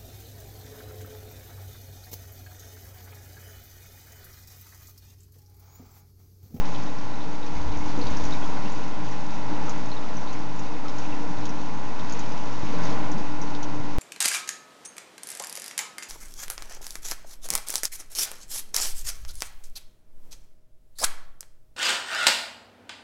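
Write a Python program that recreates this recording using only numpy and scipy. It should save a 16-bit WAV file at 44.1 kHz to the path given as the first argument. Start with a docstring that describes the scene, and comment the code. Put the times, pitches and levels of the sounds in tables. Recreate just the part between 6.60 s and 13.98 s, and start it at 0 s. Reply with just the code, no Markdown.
"""A siphon runs from an aquarium into a bucket in a small room: filtered noise and random clicks make the wash,
chirped sines its bubbles, shaped bursts its snapping droplets; wandering sines hum for pumps and fans throughout.
From 0.9 to 1.8 s the hand thumps and rumbles with damped sines and noise, the tube knocking the tank near 1.4 s.
A big bubble gulps at 2 s, a knock follows at 2.9 s, and at 4.4 to 4.9 s come a spatter, two gulps and a faint rumble.
A spatter at 5.7 s leads to a knock, a thump and a flurry of gulps from 6 to 6.6 s; one last thump falls at 7.2 s."""
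import sys
import numpy as np
from scipy import signal
from scipy.fft import rfft, irfft, next_fast_len
from scipy.io import wavfile

SR = 44100
rng = np.random.default_rng(int(sys.argv[2]) if len(sys.argv) > 2 else 0)


def transcribe(signal):
    """Save signal, clipped to [-1, 1], as a 16-bit WAV file at the path in sys.argv[1]."""
    frames = np.atleast_2d(signal).T
    limited = np.clip(frames, -1, 1)
    pcm = np.round(limited * 32767).astype(np.int16)
    wavfile.write(sys.argv[1], SR, pcm)


N = 325670
TIME = np.arange(N) / SR


def amp(db):
    """Decibels to gain."""
    return 10 ** (np.asarray(db) / 20)


def unit(x):
    """Scales to rms 1."""
    return x / np.sqrt(np.mean(x ** 2) + 1e-20)


def curve(rows):
    """Joins (time_s, value) rows by straight lines."""
    return np.interp(TIME, *np.transpose(rows))


def spectrum(rows, hz):
    """Reads (frequency_hz, level_db) rows on a log-frequency axis."""
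    row_hz, row_db = np.transpose(rows)
    return np.interp(np.log(hz + 1), np.log(row_hz + 1), row_db)


def colour(x, rows, peaks=()):
    """Gives white sound of rms 1 a spectrum in dB per Hz, with optional resonances."""
    size = next_fast_len(N, real=True)
    hz = np.fft.rfftfreq(size, 1 / SR)
    db = spectrum(rows, hz)
    for centre_hz, width_hz, lift_db in peaks:
        db = db + lift_db * np.exp(-2 * ((hz - centre_hz) / width_hz) ** 2)
    return irfft(rfft(x, size) * amp(db), size)[:N] * np.sqrt(SR / 2)


def drift(rate_hz):
    """Slow random wander of rms 1: twelve sines up to rate_hz, the slower ones stronger."""
    t = np.linspace(0, TIME[-1], 1500)
    rates = rate_hz * np.geomspace(.1, 1, 12)[:, None]
    waves = np.sin(2 * np.pi * (rates * t + rng.random((len(rates), 1)))) / np.sqrt(rates)
    return np.interp(TIME, t, unit(waves.sum(0)))


def add(mix, start_s, sound):
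    """Mixes a sound in at its start time."""
    part = mix[max(round(start_s * SR), 0):][:len(sound)]
    part += sound[:len(part)]


# Strength of the steady splashing, for fizz and trickle: time_s, level_db
SPLASH_LEVEL = [(0, 0.5), (.7, -0.5), (1.55, 1), (2.1, -1), (2.5, .5), (3.9, -1), (5.3, -1), (5.6, 0.5),
                (6.15, 1.1), (6.45, -2.5), (7.38, -2)]
# Spectrum of the splashing hiss: frequency_hz, density_db (per Hz, before the level moves)
FIZZ_SPECTRUM = [(500, -100), (1300, -86), (2400, -85), (3200, -87), (3800, -85.5), (5000, -86.5),
                 (6300, -86), (7000, -93), (7500, -104), (7700, -114)]


def fizz(per_s=1500, spread_db=5.5, grain=0.46, flicker_db=0.84, count=4):
    """Countless tiny splashes, each in its own range of pitch, merge into a grainy hiss."""
    size = next_fast_len(N, real=True)
    hz = np.fft.rfftfreq(size, 1 / SR)
    pitches = np.geomspace(1600, 6400, count)
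    ticks = np.zeros(N)
    for k in range(count):
        strengths = amp(spread_db * np.minimum(rng.exponential(1, N), 5)) * rng.choice([-1, 1], N)
        clicks = strengths * (rng.random(N) < per_s / SR)  # per_s in each band
        band = np.sqrt(np.interp(hz, pitches, np.arange(count) == k))
        ticks += irfft(rfft(clicks, size) * band, size)[:N]
    grains = unit(room(ticks, t60_s=0.31))
    smooth = rng.standard_normal(N)
    spray = np.sqrt(grain) * grains + np.sqrt(1 - grain) * smooth
    return colour(spray, FIZZ_SPECTRUM) * amp(curve(SPLASH_LEVEL) + flicker_db * drift(17))


# Dull rush of flowing water and fan air: frequency_hz, density_db (per Hz, before resonances and churning)
RUSH_SPECTRUM = [(20, -69.5), (55, -69.5), (85, -70.5), (125, -66.5), (280, -67), (370, -71.5), (560, -71),
                 (760, -71), (1050, -73.5), (1500, -80), (2650, -83.5), (3200, -90.5), (7000, -100),
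                 (7600, -114)]
# Hollow resonances and dips of tank and cabinet: centre_hz, width_hz, lift_db
HOLLOW_MODES = [(117, 10, 4), (172.3, 27, 6), (208, 6.2, -2.5), (302, 43, 1.5), (463, 35, 6), (656, 21, -8)]


def rush(churn_db=0.55):
    """Turbulent flow as noise, coloured by the hollows of tank and cabinet."""
    flow = colour(rng.standard_normal(N), RUSH_SPECTRUM, HOLLOW_MODES)
    return flow * amp(churn_db * drift(12))


def bubble(hz, cycles, rise):
    """A trapped air bubble rings, dying by 1/e in the given cycles, its pitch rising by a fraction up to rise."""
    t = np.arange(SR // 12) / SR
    age = t * hz / cycles
    turns = np.cumsum(hz * (1 + rise * np.tanh(age / 2))) / SR
    return np.sin(2 * np.pi * turns) * np.exp(-age) * (1 - np.exp(-t * hz))


def trickle(per_s=55, low_hz=1150, high_hz=6800, level_db=-47.0, tilt_db=-3.0, spread_db=2.0, count=36):
    """Faint bubbles of many sizes form at random; the small, high ones are weaker."""
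    out = np.zeros(N)
    odds = per_s * TIME[-1] / count ** 2
    for hz in np.geomspace(low_hz, high_hz, count):
        ring = bubble(hz, cycles=12, rise=0.043)
        ring = ring * amp(level_db + tilt_db * np.log2(hz / low_hz))  # tilt per octave
        for when, chance, size in rng.random((count, 3)):
            if chance < odds:
                add(out, when * TIME[-1], ring * amp(-spread_db * np.log(size + 0.018)))
    return room(out) * amp(curve(SPLASH_LEVEL))


# The nearest bubbles and droplets: start_s, pitch_hz, level_db (before trim and tilt),
# snap_share (0 pure ring to 1 pure snap), width_octaves (of the snap)
DROPLETS = [(.147, 3470, -32.5, 1, .45), (.284, 3750, -43, 0.7, .25), (0.539, 4080, -40, 0.6, .25),
            (.605, 3620, -38, .8, .25), (.828, 3720, -39, .7, .2), (.864, 5930, -37.5, 0.97, .5),
            (.964, 2230, -38, .2, .2), (1.14, 2300, -39, 0.2, .2), (1.21, 2190, -45, 0.2, .2),
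            (1.415, 4280, -35, 0.7, .5), (1.469, 4170, -32, 0.93, 0.5), (1.506, 6300, -40, 0.95, .6),
            (1.524, 3650, -42, .4, .3), (1.57, 5770, -31.5, 1, 0.38), (1.638, 6500, -37, 0.8, 0.32),
            (1.653, 5800, -34, 0.7, .8), (1.724, 3750, -34.5, .85, 0.25), (1.742, 2300, -38, 0.1, .2),
            (1.815, 1430, -41, .4, .3), (1.829, 3330, -40, 0.3, .2), (1.86, 1320, -40.5, 0.6, .3),
            (1.965, 1440, -41, 0.6, .3), (2.033, 2290, -42, .2, .2), (2.057, 2760, -41.5, 0.4, .2),
            (2.122, 7150, -39, .8, .2), (2.513, 6300, -38, 0.8, .5), (3.073, 3480, -43, .5, .3),
            (3.08, 1235, -37, .4, 0.34), (3.095, 6200, -30.5, 0.95, .68), (3.316, 4100, -33, .25, .3),
            (3.367, 3730, -36.5, .15, .2), (3.44, 1250, -40, 0.4, .3), (3.569, 5850, -31, 0.75, 0.21),
            (3.674, 3850, -36.5, .85, .5), (3.695, 4100, -41, .3, .2), (3.729, 6900, -35, .9, .45),
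            (3.748, 2250, -39, 0.1, .2), (3.96, 7200, -44, .9, .2), (3.993, 6600, -34, .8, 0.54),
            (4.249, 1280, -37, .3, 0.27), (4.283, 4350, -32.5, 1, 0.9), (4.384, 5680, -32.5, .9, .5),
            (4.440, 2270, -45, .5, 0.21), (4.451, 2540, -40, 0.15, .2), (4.523, 2690, -39, 0.1, 0.18),
            (4.855, 4600, -30.5, 1, 1.8), (4.892, 5600, -32.5, 1, 0.42), (5.396, 3470, -34.5, 1, .45),
            (5.497, 5400, -33, 1, .7), (5.523, 6500, -29.5, 0.9, 0.37), (5.592, 6400, -31.5, 0.93, 0.55),
            (5.721, 5700, -38, 1, .5), (6.248, 1910, -46, .3, .3), (6.254, 6140, -37, .8, .3),
            (6.267, 4900, -39.5, .7, .3), (6.516, 6600, -32.5, 1, .6), (6.816, 6050, -31.5, 0.8, .3),
            (6.95, 3700, -34.5, 0.94, 0.92), (7.029, 6000, -29, 0.85, 0.32), (7.031, 3900, -36, 1, 1.1)]


def drops(level_db=0.77, snap_gain=4.35, tilt_db=-2.5):
    """A droplet snaps on the surface and leaves a ringing bubble; low bubbles carry best."""
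    out = np.zeros(N)
    for start_s, hz, drop_db, snap_share, octaves in DROPLETS:
        ring = np.sqrt(1 - snap_share) * bubble(hz, cycles=14, rise=.012)
        crack = np.sqrt(snap_share) * snap_gain * snap(hz, octaves)
        gain = amp(drop_db + level_db + tilt_db * np.log2(hz / 5000))
        add(out, start_s, gain * (ring + crack))
    return room(out, t60_s=0.084, tail_db=-3.0)


def snap(hz, octaves, snap_s=.0004, crackle=3.4, evenness=0.49, top_hz=6900,
         skirt_db=-7, skirt_hz=2200, sharp=0.85, first_s=.0005):
    """A cluster of tiny cracks in a band around hz, over a broad skirt; wider snaps are shorter."""
    t = np.arange(SR // 12) / SR
    f = np.fft.rfftfreq(len(t), 1 / SR)
    noise = rng.standard_normal(len(t))
    spiky = np.sign(noise) * abs(noise) ** crackle
    cracks = spiky * t * np.exp(-t * octaves / snap_s)
    cracks /= np.linalg.norm(cracks)
    cracks[np.searchsorted(t, first_s)] += sharp * octaves  # the widest snaps are mostly one clean crack

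    core = 1 / np.sqrt(1 + (2 * np.log2((f + 1) / hz) / octaves) ** 8)
    skirt = amp(skirt_db) * octaves * f ** 2 / (f ** 2 + skirt_hz ** 2)
    band = np.maximum(core, skirt) / np.sqrt(1 + (f / top_hz) ** 40)
    bins = rfft(cracks)
    evened = bins / (abs(bins) + 1e-12) ** evenness  # an even spectrum: a tick, not a ping
    burst = irfft(evened * band, len(t))
    burst /= np.linalg.norm(burst)
    return burst * (1 - t / t[-1]) ** 2


# The stream spatters harder for a moment: start_s, length_s, level_db (rms, before room and trim),
# middle_hz, spread_octaves (either side of the middle)
SPATTER_BURSTS = [(1.44, 0.5, -60.5, 4800, 0.41), (2.982, .17, -62, 4500, 0.64),
                  (4.362, 0.099, -52, 4200, 0.8), (5.706, 0.13, -56.5, 4200, 0.64),
                  (6.055, 0.41, -49.5, 2090, 0.95), (6.091, 0.46, -47.5, 558, 0.65)]


def spatter(cycles=1.3, spread_db=4.0, count=260):
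    """A flurry of short-lived bubbles, each with its own pitch and strength, thinning out towards its end."""
    out = np.zeros(N)
    for start_s, length_s, db, middle_hz, octaves in SPATTER_BURSTS:
        flurry = np.zeros(N)
        for when, pitch, size in rng.random((count, 3)):
            hz = middle_hz * 2 ** (octaves * (2 * pitch - 1))
            pop = bubble(hz, cycles, rise=.03) * amp(-spread_db * np.log(size + 0.034))
            add(flurry, start_s + length_s * when ** 1.2, pop)
        out += amp(db) * flurry * np.sqrt(length_s * SR) / np.linalg.norm(flurry)
    return room(out, t60_s=0.3, tail_db=-3.5) * amp(-5.5)


# Large pockets of air gulp in the water: start_s, level_db (before trim), pitch_hz (at the start)
AIR_GULPS = [(2.045, -29, 196), (4.695, -27, 167.4), (4.897, -30, 232), (6.083, -31, 203),
             (6.103, -33, 120), (6.126, -32, 270), (6.135, -30, 450), (6.148, -31, 163), (6.152, -30, 580),
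             (6.193, -32, 530), (6.204, -39, 195), (6.238, -34, 265), (6.305, -32, 640), (6.331, -33, 255),
             (6.515, -27, 262), (6.540, -28, 153), (6.558, -30, 201), (6.588, -30, 293), (6.603, -36, 162)]


def gulps(cycles=3.5, rise=0.09, level_db=2):
    """Big bubbles burble: each rings low for a few cycles and bends upward."""
    out = np.zeros(N)
    for start_s, db, hz in AIR_GULPS:
        add(out, start_s, amp(db + level_db) * bubble(hz, cycles, rise))
    return out


# The tube knocks and judders against the tank: start_s, level_db, tilt_db (hardness, per octave)
TUBE_KNOCKS = [(1.375, -26, 1), (1.389, -38, 25), (1.406, -35, 2), (1.418, -41, 24), (1.432, -37, 9),
               (2.915, -33.5, -17), (6.033, -33, -2)]
# What the tank rings with: pitch_hz, level_db (relative to the knock), t60_s
TANK_MODES = [(226, -1, 0.069), (290.6, 4, 0.13), (478, -10.5, 0.13)]


def knocks():
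    """The tube rings the tank's modes; a harder knock brings out the higher ones."""
    out = np.zeros(N)
    pivot_hz = TANK_MODES[1][0]
    for start_s, db, tilt_db in TUBE_KNOCKS:
        for hz, mode_db, t60_s in TANK_MODES:
            gain = amp(db + mode_db + tilt_db * np.log2(hz / pivot_hz))
            add(out, start_s, gain * blow(hz, t60_s))
    return out


# Colour of the grip's rumble: frequency_hz, level_db (relative)
RUMBLE_COLOUR = [(10, -9), (25, 7.5), (65, 1), (110, -15.5), (220, -24), (600, -45), (2000, -86)]
# The grip shifts and rumbles: start_s, length_s, level_db (rms while held)
GRIP_SHIFTS = [(.92, 0.18, -32), (1.14, 0.12, -38), (1.41, 0.13, -38.5), (1.61, 0.064, -34.5),
               (4.76, 0.059, -42)]
# Colour of the moving tube's dull churn: frequency_hz, level_db (relative)
CHURN_COLOUR = [(40, -10), (90, -1.5), (230, -0.5), (380, -13), (700, -16.5), (1100, -16.5), (3000, -32.5),
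                (6000, -48)]
# Strokes of the tube through the water: start_s, length_s, level_db (rms while held, before the lumps)
TUBE_STROKES = [(1.45, 0.68, -47), (2.9, 0.13, -40), (6.03, 0.41, -47), (6.53, 0.064, -41)]
# Soft thumps of the hand: start_s, level_db, pitch_hz, t60_s
HAND_THUMPS = [(.977, -17.5, 110, 0.022), (1.000, -23, 75, .04), (1.043, -22, 70, 0.044),
               (1.062, -18, 100, .025), (1.096, -26, 110, 0.018), (1.113, -19, 48, 0.049),
               (1.17, -19, 75, 0.034), (1.212, -24, 70, .04), (1.257, -20, 125, 0.028),
               (1.295, -21, 190, 0.02), (1.441, -24, 135, 0.052), (1.512, -24, 100, 0.028),
               (1.549, -25, 150, 0.012), (1.639, -23, 60, 0.039), (1.659, -29, 50, 0.054),
               (1.696, -27, 140, .025), (1.721, -26, 150, .018), (1.744, -20, 190, 0.0078),
               (6.032, -21, 135, 0.051), (7.197, -24, 125, 0.072)]


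def handling(lumps_db=3.0):
    """Low rumble and thumps of a shifting grip, and the lumpy churn of the moving tube."""
    rumble = unit(colour(rng.standard_normal(N), RUMBLE_COLOUR))
    grip = rumble * movements(GRIP_SHIFTS)
    churn = unit(colour(rng.standard_normal(N), CHURN_COLOUR))
    tube = churn * movements(TUBE_STROKES) * amp(lumps_db * drift(25))
    for start_s, db, hz, t60_s in HAND_THUMPS:
        add(grip, start_s, amp(db) * blow(hz, t60_s))
    return grip + tube


def movements(rows, attack_s=0.013, release_s=0.051):
    """Each movement builds up, holds for its length and dies away."""
    out = np.zeros(N)
    for start_s, length_s, db in rows:
        age = np.maximum(TIME - start_s, 0)
        build = 1 - np.exp(-age / attack_s)
        fade = np.exp(-np.maximum(age - length_s, 0) / release_s)
        out += amp(db) * build * fade
    return out


def blow(hz, t60_s, attack_s=0.0018, scuff=0.19):
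    """A soft blow: one damped mode with a dull scuff of contact."""
    t = np.arange(SR // 3) / SR
    dull = signal.butter(2, 2 * hz, fs=SR, output="sos")
    rub = unit(signal.sosfilt(dull, rng.standard_normal(len(t))))
    shape = (1 - np.exp(-t / attack_s)) * np.exp(-np.log(1000) * t / t60_s)
    return shape * (np.sin(2 * np.pi * hz * t) + scuff * rub)


DRONE_HZ, DRONE_DB = 298.2, -43  # the strongest pump tone: centre pitch, rms level before it waxes and wanes
# The drone waxes and wanes: time_s, level_db
DRONE_SWELL = [(0, -0.5), (1.3, 2), (1.5, -5), (1.68, 1), (2.1, -0.5), (2.4, -0.5), (3.55, -1), (3.8, 1.5),
               (4.6, 3.5), (5.2, -4.5), (5.8, 0.5), (6.35, 0.5), (6.7, 3), (7.1, 3.5), (7.38, 2.5)]


def drone(wander=0.00086, waver_db=1.57):
    """The loudest pump tone, a sine, wanders a little in speed as it waxes and wanes."""
    turns = np.cumsum(DRONE_HZ * (1 + wander * drift(.8))) / SR + rng.random()
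    level_db = DRONE_DB + curve(DRONE_SWELL) + waver_db * drift(3.5)
    return np.sqrt(2) * amp(level_db) * np.sin(2 * np.pi * turns)


# Steady tones of pumps and fans: pitch_hz (centre), level_db (rms, before waver and beating)
MOTOR_TONES = [(119.8, -47), (170.5, -50), (214.9, -49.5), (240.0, -54), (256.1, -52), (262.6, -60),
               (306.8, -51), (576.1, -57), (613.4, -55), (657.7, -60), (701.3, -58.5), (789.3, -51.5),
               (833.3, -52), (852.7, -49), (877.0, -53.5), (936.2, -50.5), (964.9, -50), (1008.6, -54),
               (1028.6, -50), (1140.5, -56), (1363.2, -57), (1403.5, -64), (1447.5, -57), (1533.7, -61),
               (1763.1, -64.5), (1910.1, -62.5), (2044.6, -64), (2555.9, -62)]


def motors(wander=0.0008965, waver_db=1.6, beat_hz=2.6, beat_depth=0.35):
    """Each sine wanders a little in speed and strength; two pumps beat on the lowest one."""
    out = np.zeros(N)
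    for k, (hz, db) in enumerate(MOTOR_TONES):
        turns = np.cumsum(hz * (1 + wander * drift(.8))) / SR + rng.random()
        phase = 2 * np.pi * turns
        tone = np.sin(phase)
        if k == 0:
            tone = tone - beat_depth * np.sin(phase + 2 * np.pi * beat_hz * TIME)
        out += np.sqrt(2) * amp(db + waver_db * drift(3.5)) * tone
    return out


# First reflections from glass and walls: delay_s, level_db
REFLECTIONS = [(.0019, -14.5), (.0037, -10), (0.0127, -6.5), (.0141, -14.5), (.022, -18)]


def room(x, t60_s=0.23, tail_db=-4):
    """Direct sound, a few hard reflections and a short diffuse tail."""
    t = np.arange(SR // 2) / SR
    decay = np.exp(-np.log(1000) * t / t60_s) * (1 - np.exp(-t / 0.0025))
    tail = rng.standard_normal(len(t)) * decay
    response = amp(tail_db) * tail / np.linalg.norm(tail)
    response[0] += 1
    for delay_s, db in REFLECTIONS:
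        add(response, delay_s, np.array([amp(db)]))
    return signal.fftconvolve(x, response)[:N]


def scene():
    """Water, handling and motors at one microphone."""
    water = fizz() + rush() + trickle() + drops() + spatter() + gulps()
    hand = knocks() + handling()
    machines = drone() + motors()
    return (water + hand + machines)[None]


# Overall level of everything: time_s, level_db
OVERALL_SWELL = [(0, 1.5), (.35, -1), (.88, -1), (1.55, 2.5), (1.82, 2.5), (2.3, -0.1), (2.82, 0),
                 (3.03, 1.5), (3.3, 0), (4.2, -0.7), (4.42, 0.7), (5.12, -.5), (5.72, 1), (6.01, 0.3),
                 (6.22, 3.5), (6.8, 0.64), (7.38, -0.5)]
EDGE_HZ = 7620  # top of the band


def record(dry):
    """The input sits on a bias; sound and bias drift in level together, and the band ends steeply."""
    bias = -.2
    swollen = (dry + bias) * amp(curve(OVERALL_SWELL))
    taps = signal.firwin(801, EDGE_HZ, window=("kaiser", 10), fs=SR)
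    half = len(taps) // 2
    padded = np.pad(swollen, ((0, 0), (half, half)), mode="edge")
    return signal.oaconvolve(padded, taps[None], "valid")


dry = scene()
out = record(dry)
transcribe(out)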